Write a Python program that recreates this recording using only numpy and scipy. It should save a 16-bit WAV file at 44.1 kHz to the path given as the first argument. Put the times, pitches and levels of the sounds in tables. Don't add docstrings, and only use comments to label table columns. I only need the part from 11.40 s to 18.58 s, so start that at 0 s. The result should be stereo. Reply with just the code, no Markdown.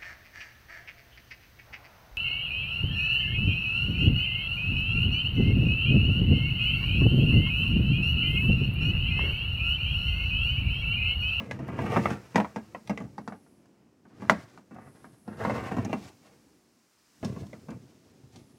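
import sys
import numpy as np
from scipy import signal
from scipy.fft import rfft, irfft, next_fast_len
from scipy.io import wavfile
from scipy.ndimage import map_coordinates

SR = 44100
rng = np.random.default_rng(int(sys.argv[2]) if len(sys.argv) > 2 else 0)


def unload_audio(sound):
    columns = np.transpose(np.atleast_2d(sound))
    steps = np.round(np.clip(columns, -1, 1) * 32767)
    wavfile.write(sys.argv[1], SR, steps.astype(np.int16))


N = 316638

# t/s, level/dB, boom re level/dB, snap re level/dB, struck spot f/Hz
HARD_KNOCKS = [(0.003, -43, 7, -22, 1060), (0.1115, -32, -6.5, -16.5, 1800), (0.287, -39.5, 7.5, -29, 800),
               (0.39, -32, -6.5, -36, 955), (0.521, -30, -6.5, -29.5, 535), (0.561, -26, 0, -30, 1260),
               (0.5665, -22.5, 3, -38, 1100), (0.657, -22, -9, -40, 1230), (0.705, -35, 7, -14.5, 600),
               (0.958, -19, -1, -17.5, 810), (0.981, -27.5, 2, -23, 920), (1.001, -24.5, -3.5, -24.5, 840),
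               (1.0465, -32.5, -12, -33, 1100), (1.161, -32.5, 2, -19.5, 920),
               (1.348, -34.5, -10, -30, 754), (1.496, -34.5, 10.5, -13.5, 840),
               (1.5756, -37.5, -3.5, -15.5, 2020), (1.781, -40.5, 2, -18.5, 1010),
               (1.877, -38.5, 1, -15.5, 1060), (1.923, -41, -3, -34, 700), (2.064, -61, -8, -25, 790),
               (2.8972, -15.6, -8, -15.5, 1450), (3.176, -52.5, -1, -14, 1194), (3.362, -53, -4, -28, 765),
               (3.385, -51, 3, -26, 900), (3.644, -48.5, 0, -26, 1330), (4.05, -29, 2, -26, 955),
               (4.097, -30.5, -1, -25, 810), (4.315, -34.5, 4.5, -36, 537), (4.384, -36.5, 0.5, -26, 1050),
               (4.53, -25, -2, -25, 710), (5.848, -44, -2, 0.5, 796), (6.131, -47, 4, -15.5, 638),
               (6.96, -60.5, 9, 6.5, 948)]
# t/s, level/dB, floor thud re level/dB
BASE_BUMPS = [(0.191, -33, 1), (0.39, -34.5, 8.5), (0.44, -33.5, -18), (0.946, -29, -15),
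              (1.603, -32.5, -22), (1.64, -41, 3.5), (2.653, -53, -10), (2.822, -36, -9.5),
              (3.31, -43.5, -16.5), (3.878, -34, -15), (4.367, -25, -8), (4.386, -31, 6), (4.449, -31, -17),
              (4.496, -32, -13), (5.829, -29, -2.5), (5.962, -38, -4), (6.029, -43.5, -5),
              (6.285, -34.5, -25), (6.309, -38.5, -7), (6.835, -57, 11)]
# start/s, end/s, midpoint drum/dB, rasp/dB, grit/dB, rasp swell/(dB/s)
SHOVES_AND_RUMBLE = [(0, 0.195, -39.5, -47.5, -65, -31), (0.206, 0.55, -33.5, -38, -60, 53),
                     (0.551, 0.724, -31, -34.5, -50, 6), (0.8, 1.34, -54.5, -58, -68, -8),
                     (1.47, 1.95, -52, -66.5, -76.5, -17), (2.702, 2.8, -61.5, -64, -71, 30.5),
                     (2.807, 2.985, -42, -50, -59.5, -0.5), (2.995, 3.176, -59.5, -62, -64.5, -17),
                     (3.33, 3.476, -50, -56, -73, 13), (3.552, 3.75, -56, -63, -71.5, -21.5),
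                     (3.887, 4.0, -44.5, -48, -71, 25), (4.012, 4.285, -35, -33, -52.5, -5),
                     (4.345, 4.532, -36.5, -42.5, -60.5, -17), (4.593, 4.676, -47.5, -50.5, -54.5, -25),
                     (4.83, 4.938, -69, -59.5, -68, -24), (5.848, 6.022, -36, -52.5, -59.5, -43),
                     (6.08, 6.42, -53, -72, -73, -12.5), (6.302, 6.352, -41, -58, -77, 0),
                     (6.45, 7.18, -61.5, -75, -70.5, -1.5), (6.947, 7.014, -50.5, -61, -64.5, -46)]
LOOSE_TICKS = [(1.475, -50.5), (1.621, -56.5), (2.257, -68), (4.449, -46), (6.068, -60), (6.305, -56)]
RIGHT_LEAD = [(.1, .33), (1.55, .34), (1.88, 0.17), (2.9, .07), (4.1, 0.24), (4.53, .32)]
WALL_MODES = [(363, 130, -6.5), (430, 55, -3), (476, 37, 2.5), (658.2, 21, 2), (735, 83, -2.5),
              (916, 50, -4), (1050, 56, -6), (1210, 100, -5.5), (1454, 92, -7.5), (1660, 66, -6.5),
              (1825, 100, -8), (2206, 90, -13), (2285, 36, -19), (2709, 130, -18.5)]
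BOX_MODES = [(189.4, -7, 0.16), (211.6, -3.5, 0.18), (242, -4.5, 0.12), (295.5, -11.5, 0.15),
             (369.6, -10, 0.065)]
FLOOR_MODES = [(52, -19.5, 0.16), (79, -8, 0.42), (110, 1.5, 0.17), (131.5, 8, 0.1712)]
BED_DECAY = [(100, 0.43), (300, 0.28), (1000, 0.29), (4000, 0.46), (12000, .15)]
COHERENCE = [(100, 0.55), (300, 0.83), (700, 1), (1500, 0.021), (4000, 0.015)]
INSECT_CALLS = [(1.857, 2.157, -73.5), (3.472, 3.97, -69), (4.92, 5.25, -82), (7.009, 7.193, -74)]
# t/s, level/dB
HISS_ENVELOPE = [(0.0, -71), (0.4, -74), (0.62, -57), (0.76, -63.5), (2.14, -72.5), (2.32, -74.5),
                 (2.76, -80), (2.96, -65.5), (3.24, -73), (4.0, -73), (4.2, -63), (5.38, -70),
                 (5.88, -63.5), (7.18, -73.5)]
# f/Hz, relative density/dB
CRACK_SPECTRUM = [(200, -17.5), (500, 2), (900, 6), (1450, 3), (2100, -1), (2900, -16.5), (3800, -26),
                  (8000, -43.5), (16000, -76)]
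CONTENTS_SPECTRUM = [(150, -35.5), (300, -7), (450, 4.5), (800, 3), (1300, -3), (2200, -12), (3000, -22),
                     (4000, -39), (16000, -77)]
SNAP_SPECTRUM = [(1200, -23.5), (2600, -0.5), (4000, 2.5), (5300, 3), (8000, -6), (11000, -18.5),
                 (15500, -27.5)]
DRUM_SPECTRUM = [(25, -41), (50, -17.5), (85, -4), (125, 4), (158, -3.5), (190, -3), (270, -5.5),
                 (440, -12), (800, -32), (3000, -50), (16000, -81)]
RASP_SPECTRUM = [(150, -19), (330, -10.5), (460, 2.5), (850, -5.5), (1300, -1.5), (2000, -5), (2800, -12),
                 (3400, -29), (6000, -39), (16000, -69.5)]
GRIT_SPECTRUM = [(1500, -10), (3300, 0.5), (5500, -0.5), (8000, -7), (11000, -12.5), (15500, -21)]
TICK_SPECTRUM = [(300, -8), (900, 8), (2500, -5.5), (5500, -4), (9000, -13), (15500, -30.5)]
BUZZ_SPECTRUM = [(6000, -33), (8500, -9.5), (10000, -9), (10800, -3.5), (11500, -10), (12500, -21),
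                 (15000, -55)]
RUMBLE_SPECTRUM = [(25, -32.5), (65, -8), (130, -2.5), (250, 2), (340, -1), (500, -10), (1000, -18.5),
                   (3000, -26.5), (8000, -62.5)]
HISS_SPECTRUM = [(400, -6.5), (1200, 1.5), (2300, -0.5), (3400, -4.5), (5300, 1.5), (8000, -3.5),
                 (11000, -9), (15500, -11.5)]


def cooler_knocks(contact_rise_s=0.00023, body_rise_s=0.0038, spot_cycles=10, usual_snap_db=-21):
    t = np.arange(SR // 2) / SR
    fall = lambda t60_s: amp(-60 * t / t60_s)
    rise = lambda tau_s: 1 - np.exp(-t / tau_s)
    touch = burst(1. * (t == 0))
    hardest_db = max(row[1] for row in HARD_KNOCKS)
    track = np.zeros(N)
    for t_s, clack_db, chatter_db, boom_db, thud_db, snap_db, spot_hz in blows():
        noise = rng.standard_normal((5, len(t)))
        edge_db = snap_db - clack_db - usual_snap_db
        press = rise(contact_rise_s * amp(0.2 * (hardest_db - clack_db) - 0.4 * edge_db)) ** 2
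        grind = burst(noise[0] * fall(0.012) * press)
        crack = coloured(touch + 1.1 * grind, CRACK_SPECTRUM)
        spot = np.sin(2 * np.pi * spot_hz * t) * fall(spot_cycles / spot_hz) * press
        clack = amp(-2.7) * burst(crack) + amp(-5) * burst(spot)
        contents = coloured(noise[1] * fall(0.13) * rise(0.0079), CONTENTS_SPECTRUM)
        ring = walls(noise[2] * fall(0.081))
        rattle = signal.fftconvolve(noise[3] * fall(0.07), spot)[:len(t)]
        chatter = amp(-3) * burst(contents) + amp(-3) * burst(ring) + amp(-9) * burst(rattle)
        boom = burst(ringing(BOX_MODES, t, detune=0.023) * rise(body_rise_s) ** 2)
        thud = burst(ringing(FLOOR_MODES, t, detune=0.071) * rise(body_rise_s))
        crush = burst(noise[4] * (fall(0.0047) + amp(-18) * fall(0.1)) * press)
        snap = burst(coloured(amp(-2) * touch + crush, SNAP_SPECTRUM))
        add(track, t_s, amp(clack_db) * clack + amp(chatter_db) * chatter + amp(snap_db - 1) * snap)
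        add(track, t_s, amp(boom_db - 1) * boom + amp(thud_db - 2) * thud)
    return track


def blows(base_hz=700):
    hard = [(t_s, db, db + boom_db / 2 - 5, db + boom_db, db + boom_db - 11.5, db + snap_db, hz)
            for t_s, db, boom_db, snap_db, hz in HARD_KNOCKS]
    dull = [(t_s, db - 14, db - 10.5, db, db + thud_db, db - 32, base_hz * 2 ** rng.normal(0, 0.37))
            for t_s, db, thud_db in BASE_BUMPS]
    return hard + dull


def ringing(modes, t, detune):
    scatter = rng.standard_normal((len(modes), 2))
    return sum(amp(db + 1.9 * a - 60 * t / t60_s) * np.sin(2 * np.pi * hz * (1 + detune * b) * t)
               for (hz, db, t60_s), (a, b) in zip(modes, scatter))


def walls(x):
    return filtered(x, lambda f: sum(
        (-1) ** k * amp(db) * 1j * f * width_hz / (hz * hz - f * f + 1j * f * width_hz)
        for k, (hz, width_hz, db) in enumerate(WALL_MODES)))


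def slides_and_rumble():
    drum_gain, rasp_gain, grit_gain = drum_rasp_grit_gains()
    judder = wobble(45)
    drum = unit(coloured(slips(rate_hz=410, scatter_db=5.5), DRUM_SPECTRUM))
    rub = unit(coloured(slips(rate_hz=2600, scatter_db=7) * amp(2 * judder), RASP_SPECTRUM))
    ring = unit(walls(slips(rate_hz=1200, scatter_db=10)))
    rasp = unit(rub + amp(-1) * ring)
    grains = [slips(rate_hz=4300, scatter_db=4) * amp(2.5 * judder) for channel in "LR"]
    grit = unit(np.array([coloured(side, GRIT_SPECTRUM) for side in grains]))
    return amp(-2) * (drum_gain * drum + rasp_gain * rasp), amp(-1) * grit_gain * grit


def slips(rate_hz, scatter_db):
    size = amp(scatter_db * np.clip(rng.standard_normal(N), -2, 2))
    sign = np.sign(rng.standard_normal(N))
    return unit(size * sign * (rng.random(N) < rate_hz / SR))


def drum_rasp_grit_gains(attack_db_per_s=600.5, stop_db_per_s=221.5, grit_db_per_s=251.5):
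    power = np.zeros((3, N))
    for start_s, end_s, drum_db, rasp_db, grit_db, swell_db_per_s in SHOVES_AND_RUMBLE:
        near = np.arange(max(int((start_s - .5) * SR), 0), min(int((end_s + .5) * SR), N))
        t = near / SR
        before_s, after_s = np.maximum(start_s - t, 0), np.maximum(t - end_s, 0)
        swell_db = swell_db_per_s * (np.clip(t, start_s, end_s) - (start_s + end_s) / 2)
        fade_db = attack_db_per_s * before_s + stop_db_per_s * after_s
        power[:, near] += amp([drum_db + 0.35 * swell_db - fade_db,
                               rasp_db + swell_db - fade_db,
                               grit_db + 0.93 * swell_db - grit_db_per_s * (before_s + after_s)]) ** 2
    return np.sqrt(power)


def ticks(t60_s=0.0099):
    t = np.arange(SR // 8) / SR
    track = np.zeros(N)
    for t_s, db in LOOSE_TICKS:
        contact = rng.standard_normal(len(t)) * amp(-60 * t / t60_s)
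        add(track, t_s, amp(db) * burst(coloured(contact, TICK_SPECTRUM)))
    return track


def direct_path(x, pan_db=0.78):
    lead_ms = curve(RIGHT_LEAD)
    shift_samples = lead_ms / 2 * SR / 1000
    left = map_coordinates(x, [np.arange(N) - shift_samples])
    right = map_coordinates(x, [np.arange(N) + shift_samples])
    return np.array([amp(-pan_db) * left, amp(pan_db) * right])


def truck_bed(x, block_samples=6144):
    wet = np.zeros((2, N))
    for start in range(0, N, block_samples):
        echoes = signal.fftconvolve(x[None, start:start + block_samples], bed_echo(), axes=1)
        for track, echo in zip(wet, echoes):
            add(track, start / SR, echo)
    return wet


def bed_echo(early_t60_s=0.043):
    hz, frame_s, spectra = signal.stft(rng.standard_normal((2, SR // 3)), SR, nperseg=256)
    decay = amp(-60 * frame_s / along(BED_DECAY, hz)[:, None])
    tail = signal.istft(spectra * decay, SR, nperseg=256)[1]
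    t = np.arange(tail.shape[1]) / SR
    early = rng.standard_normal(tail.shape) * amp(-60 * t / early_t60_s) * (t > .0015)
    scattering = lambda f: amp(along([(200, -13), (1000, 2), (6000, 3.5)], f))
    early = filtered(early / np.linalg.norm(early[0]), scattering)
    return spread(amp(-6) * early + amp(-21) * tail / np.linalg.norm(tail[0]))


def outdoor_rumble(lull_s=5.555, lull_db=-12.6):
    level_db = -61.5 + lull_db * gate(lull_s, lull_s, fade_s=0.505) + 2.8 * wobble(6.8)
    return amp(level_db) * wash(RUMBLE_SPECTRUM)


def hiss_and_scraping():
    level_db = curve(HISS_ENVELOPE) + 2 + 0.7 * wobble(6.5)
    return amp(level_db) * wash(HISS_SPECTRUM)


def insect():
    gain = sum(amp(db) * gate(start_s, end_s, fade_s=0.11) for start_s, end_s, db in INSECT_CALLS)
    return gain * amp(0.83 * wobble(60)) * wash(BUZZ_SPECTRUM)


def wash(spectrum):
    noise = filtered(rng.standard_normal((2, N)), lambda hz: amp(along(spectrum, hz)))
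    return unit(spread(noise))


def spread(pair):
    angle = lambda hz: np.arccos(np.clip(along(COHERENCE, hz), -1, 1)) / 2
    mid, side = filtered(pair, lambda hz: np.array([np.cos(angle(hz)), np.sin(angle(hz))]))
    return np.array([mid + side, mid - side])


def coloured(x, spectrum, taps=4096):
    cepstrum = irfft(np.log(amp(along(spectrum, np.fft.rfftfreq(taps, 1 / SR)))))
    cepstrum[1:taps // 2] *= 2
    cepstrum[taps // 2 + 1:] = 0
    impulse_response = irfft(np.exp(rfft(cepstrum)))
    return signal.fftconvolve(x, impulse_response)[:len(x)]


def filtered(x, response):
    n = x.shape[-1]
    padded = next_fast_len(n + SR // 8)
    return irfft(rfft(x, padded) * response(np.fft.rfftfreq(padded, 1 / SR)), padded)[..., :n]


def amp(db):
    return 10 ** (np.asarray(db) / 20)


def unit(x):
    return x / np.sqrt(np.mean(x ** 2) + 1e-20)


def burst(x):
    return x / np.sqrt(np.sum(x ** 2) / (SR / 50) + 1e-20)


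def along(points, hz):
    knots_hz, values = np.transpose(points)
    return np.interp(np.log(hz + 1), np.log(knots_hz), values)


def curve(points):
    return np.interp(np.arange(N) / SR, *np.transpose(points))


def gate(start_s, end_s, fade_s):
    t = np.arange(N) / SR
    return np.clip(np.minimum(t - start_s, end_s - t) / fade_s + 1, 0, 1)


def wobble(rate_hz):
    knots = rng.standard_normal(int(N * rate_hz / SR) + 4)
    return map_coordinates(knots, [np.arange(N) * rate_hz / SR])


def add(track, t_s, sound):
    start = max(round(t_s * SR), 0)
    track[start:start + len(sound)] += sound[:N - start]


def scene():
    drum_and_rasp, dust = slides_and_rumble()
    near = cooler_knocks() + ticks() + drum_and_rasp
    return direct_path(near) + truck_bed(near) + dust + outdoor_rumble() + hiss_and_scraping() + insect()


def record(dry, low_cut_hz=42, top_hz=15850):
    thinned = signal.sosfilt(signal.butter(2, low_cut_hz, "highpass", fs=SR, output="sos"), dry)
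    return filtered(np.clip(thinned, -1, 1), lambda hz: hz < top_hz)


dry = scene()
out = record(dry)
unload_audio(out)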